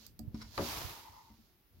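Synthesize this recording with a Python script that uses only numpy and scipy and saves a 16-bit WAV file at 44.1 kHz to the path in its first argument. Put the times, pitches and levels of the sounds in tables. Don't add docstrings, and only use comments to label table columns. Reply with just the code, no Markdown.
import sys
import numpy as np
from scipy.fft import rfft, irfft, next_fast_len
from scipy.io import wavfile
from scipy.ndimage import map_coordinates

SR = 44100
rng = np.random.default_rng(int(sys.argv[2]) if len(sys.argv) > 2 else 0)


def materialize(psi):
    bounded = np.clip(np.atleast_2d(psi).T, -1, 1)
    quanta = np.round(bounded * 32767).astype(np.int16)
    wavfile.write(sys.argv[1], SR, quanta)


N = 79380

# (time [s], level [dB], contact time [ms])
BLOWS = [(0.5774, -39, 0.1), (.592, -36, .85), (.6138, -44, .9)]
# (frequency [Hz], level [dB], t60 [s])
BENCH_MODES = [(69.35, -13, 0.96), (98, 0.5, 0.16), (177.8, -3.5, 0.3), (236.3, -4.5, 0.31),
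               (293.5, -2.5, 0.36), (361.4, -4, 0.28), (412.5, -2, .15), (554, 0, 0.19), (623, -1.5, 0.21),
               (719.8, -3.5, 0.24), (850, -4, 0.3), (978, -6.5, 0.22), (1198, 4, 0.09), (1262, 4.5, 0.075)]
# (frequency [Hz], level [dB])
CLATTER_COLOUR = [(60, -7), (1200, 1.5), (3000, -12.5), (15000, -39)]
CONTACT_COLOUR = [(300, -15), (1250, 2), (1700, -8), (2100, 0), (3000, -11), (4600, 2), (5500, -9),
                  (15000, -31)]
# (frequency [Hz], left over right [dB])
THUMP_BALANCE = [(250, 2), (600, 0), (1300, 8.5), (4000, -3)]

def thump():
    out = amp(-36.5) * decay(BLOWS[0][0], t60=0.028) * noise(CONTACT_COLOUR) * pan(db=-2.0)
    for s, db, ms in BLOWS:
        clatter = filtered(noise(CLATTER_COLOUR), lambda hz: softness(hz, ms)) * decay(s, t60=0.18)
        bench = ring(BENCH_MODES, s, ms, spread=0.34, rough=0.42)
        out += amp(db) * (bench + amp(2.5) * clatter)
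    return filtered(out, lambda hz: pan(along(THUMP_BALANCE, hz)))


# (time [s], level [dB], contact time [ms], ring time factor [ratio])
HAND_KNOCKS = [(.001, -59, 1.4, 0.79), (0.193, -42, 0.67, 1.02), (0.3463, -40, 1.14, 0.97),
               (1.301, -53.5, .3, 0.58), (1.388, -55, 1.7, 0.33)]
# (frequency [Hz], level [dB], t60 before that factor [s])
CASE_MODES = [(63.5, -5.5, 0.74), (103.1, -11.5, 0.59), (220.7, 1, 0.4), (291.7, -7, 0.3),
              (388, -16.5, 0.19), (607, -14.5, .14), (731, -9, 0.092), (1240, -18, 0.06)]

def case():
    out = np.zeros((2, N))
    for s, db, ms, factor in HAND_KNOCKS:
        modes = [(hz, mode_db, t60 * factor) for hz, mode_db, t60 in CASE_MODES]
        out += amp(db) * ring(modes, s, ms, spread=0.38, rough=0.46)
    return out


# (time [s], level [dB])
KNOB_TICKS = [(0.065, -42), (0.0657, -44.5), (.192, -37.5)]
# (time [s], level [dB], rise [s], fall [s])
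FINGER_SCUFFS = [(0.345, -56.5, 0.00067, 0.014), (.42, -50.5, 0.0045, 0.0079), (0.423, -59, 0.026, 0.041)]
# (frequency [Hz], level [dB])
PLASTIC_COLOUR = [(500, -16), (3900, -8), (4700, 11), (5700, -4), (8300, 2), (11200, -8.5), (13900, 11),
                  (15800, 0)]
FINGER_COLOUR = [(300, -12), (1400, -4), (2800, -12), (5200, -4), (6700, -17.5), (15000, -26.5)]
# (frequency [Hz], lift [dB])
PANEL_MODES = [(958, 15), (1440, 12), (2170, 13), (4080, 7), (5400, 12.5)]

def knob(width_hz=47):
    def panel(hz):
        return 1 + sum((amp(db) - 1) / (1 + (2 * (hz - centre) / width_hz) ** 2)
                       for centre, db in PANEL_MODES)
    tick_level = sum(amp(db) * (decay(s, t60=0.0096, attack=0.0001) + amp(-22.5) * decay(s, t60=0.17))
                     for s, db in KNOB_TICKS)
    ticks = tick_level * noise(PLASTIC_COLOUR) * pan(db=-12)
    scuffs = sum(swell(*row) for row in FINGER_SCUFFS) * unit(filtered(noise(FINGER_COLOUR), panel))
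    return ticks + scuffs


# (time [s], level [dB], rise [s], fall [s])
SLOW_RUBS = [(0.039, -60, 0.088, 0.038), (.39, -62, 0.03, 0.097), (0.663, -46, 0.073, 0.046),
             (1.16, -68, 0.2, .14), (1.46, -76.5, .06, 0.064), (1.78, -78, .04, .04)]
# (frequency [Hz], level [dB])
SLOW_COLOUR = [(200, -7), (2200, -12), (4600, -0.5), (7000, -8), (8200, -21.5), (11000, -14)]
FAST_COLOUR = [(100, -9), (330, 2), (550, -1.5), (950, 6.5), (1500, -1), (4900, 0), (7000, -5.5),
               (8200, -11.5), (11000, -7), (11900, -2.5), (13000, -6)]
# (frequency [Hz], left over right [dB])
CLOTH_BALANCE = [(200, -3.5), (1200, 7), (2400, 2.5), (4400, -11), (12000, -7.5), (15000, 1)]

def sleeve(peak_s=0.72, sweep_db=-42, rise_s=0.0839, fade_db_per_s=44):
    sweep = swell(peak_s, sweep_db, rise_s, fall=0.1636)
    trail = swell(peak_s, sweep_db - 5.5, rise_s, fall=np.inf) * amp(-fade_db_per_s * since(peak_s))
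    fast = np.hypot(sweep, trail) * noise(FAST_COLOUR)
    slow = sum(swell(*row) for row in SLOW_RUBS) * noise(SLOW_COLOUR)
    grain = amp(wobble(700) + 0.34 * wobble(50.3))
    return filtered((slow + fast) * grain, lambda hz: pan(along(CLOTH_BALANCE, hz)))


# (time [s], level [dB], pitch [Hz], left over right [dB])
LOW_BUMPS = [(.277, -34, 101, -24), (.344, -31.5, 206, 1.5), (0.847, -34.5, 85, -21), (1.095, -51, 78, -3)]
# (time [s], level [dB], rise [s], fall [s])
RUMBLE_SWELLS = [(.115, -59, 0.029, 0.026), (.24, -52, 0.035, 0.19), (.78, -51.5, 0.1, 0.1),
                 (1.25, -68.5, 0.18, 0.21), (1.775, -60.5, 0.033, 0.05)]
# (frequency [Hz], level [dB])
HANDLING_COLOUR = [(20, -19), (45, -1.5), (115, -4), (450, -25.5), (1500, -50.5), (6000, -61)]

def bumps(rise_cycles=0.42):
    out = sum(swell(*row) for row in RUMBLE_SWELLS) * noise(HANDLING_COLOUR)
    for s, db, hz, side in LOW_BUMPS:
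        cycles = hz * since(s)
        age = cycles / rise_cycles
        out -= amp(db) * pan(side) * age * np.exp(1 - age) * np.sin(2 * np.pi * cycles)
    return out


# (time [s], level [dB], rise and fall [s])
WHIRR_SURGES = [(.97, -58, .055), (1.072, -56, .024), (1.174, -56.5, 0.041), (1.285, -65.5, .042)]
# (frequency [Hz], level [dB])
WHIRR_BAND = [(300, -41), (700, -20), (905, 8.5), (1050, -4.5), (1270, -8), (1550, -34), (2080, -10.5),
              (2600, -53)]

def whirr():
    surges = np.sqrt(sum(swell(s, db, width, width) ** 2 for s, db, width in WHIRR_SURGES))
    flutter = amp(0.94 * wobble(40.85))
    return surges * flutter * noise(WHIRR_BAND) * pan(db=2.5)


# (frequency [Hz], level [dB])
ROOM_COLOUR = [(55, 3.5), (150, -11), (350, -5.5), (470, -17), (1900, -18.5), (5400, -23), (8200, -34),
               (12000, -18.5)]

def room_tone():
    return amp(-68.5) * noise(ROOM_COLOUR)


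# (frequency [Hz], correlation [ratio])
STEREO_LIKENESS = [(50, 0.23), (130, 0.97), (800, 0.61), (1400, 0.086)]

def noise(colour):
    def mid_side(hz):
        angle = np.arccos(np.clip(along(STEREO_LIKENESS, hz), -1, 1)) / 2
        return amp(along(colour, hz)) * [np.cos(angle), np.sin(angle)]
    mid, side = filtered(rng.standard_normal((2, N)), mid_side)
    return unit(np.array([mid + side, mid - side]))


def ring(modes, s, contact_ms, spread, rough):
    out = np.zeros((2, N))
    for hz, db, t60 in modes:
        skew = spread * np.sqrt(hz / 500) * rng.normal() * np.array([[1], [-1]])
        drift = wobble(45.03)
        phase = 2 * np.pi * hz * since(s) + skew + rough * (drift - drift[int(s * SR)])
        level = amp(db + rng.normal()) * softness(hz, contact_ms)
        out += level * decay(s, t60, attack=0.0016) * np.sin(phase)
    return out


def softness(hz, contact_ms):
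    return 1 / np.sqrt(1 + (hz * contact_ms / 500) ** 4)


def decay(s, t60, attack=0.00016):
    t = since(s)
    return (1 - np.exp(-t / attack)) * np.exp(-np.log(1000) * t / t60)


def swell(s, db, rise, fall):
    t = since(0) - s
    return amp(db) * np.exp(-.5 * (t / np.where(t < 0, rise, fall)) ** 2)


def wobble(rate):
    return map_coordinates(rng.standard_normal(4000), [since(0) * rate + 2], mode="wrap")


def filtered(x, response):
    size = next_fast_len(N + 8192)
    return irfft(rfft(x, size) * response(np.fft.rfftfreq(size, 1 / SR)), size)[..., :N]


def pan(db):
    gains = amp(np.array([[.5], [-.5]]) * db)
    return gains / np.sqrt(np.mean(gains ** 2, axis=0))


def along(points, hz):
    freqs, values = np.transpose(points)
    return np.interp(np.log(hz + 1), np.log(freqs + 1), values)


def since(s):
    return np.maximum(np.arange(N) / SR - s, 0)


def amp(db):
    return 10 ** (np.asarray(db) / 20)


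def unit(x):
    return x / np.sqrt(np.mean(x ** 2) + 1e-20)


def scene():
    return case() + knob() + thump() + bumps() + sleeve() + whirr() + room_tone()


def record(dry):
    low_cut_hz, top_hz = 38, 15950
    return filtered(dry, lambda hz: (hz < top_hz) * hz ** 3 / np.sqrt(hz ** 6 + low_cut_hz ** 6))


dry = scene()
out = record(dry)
materialize(out)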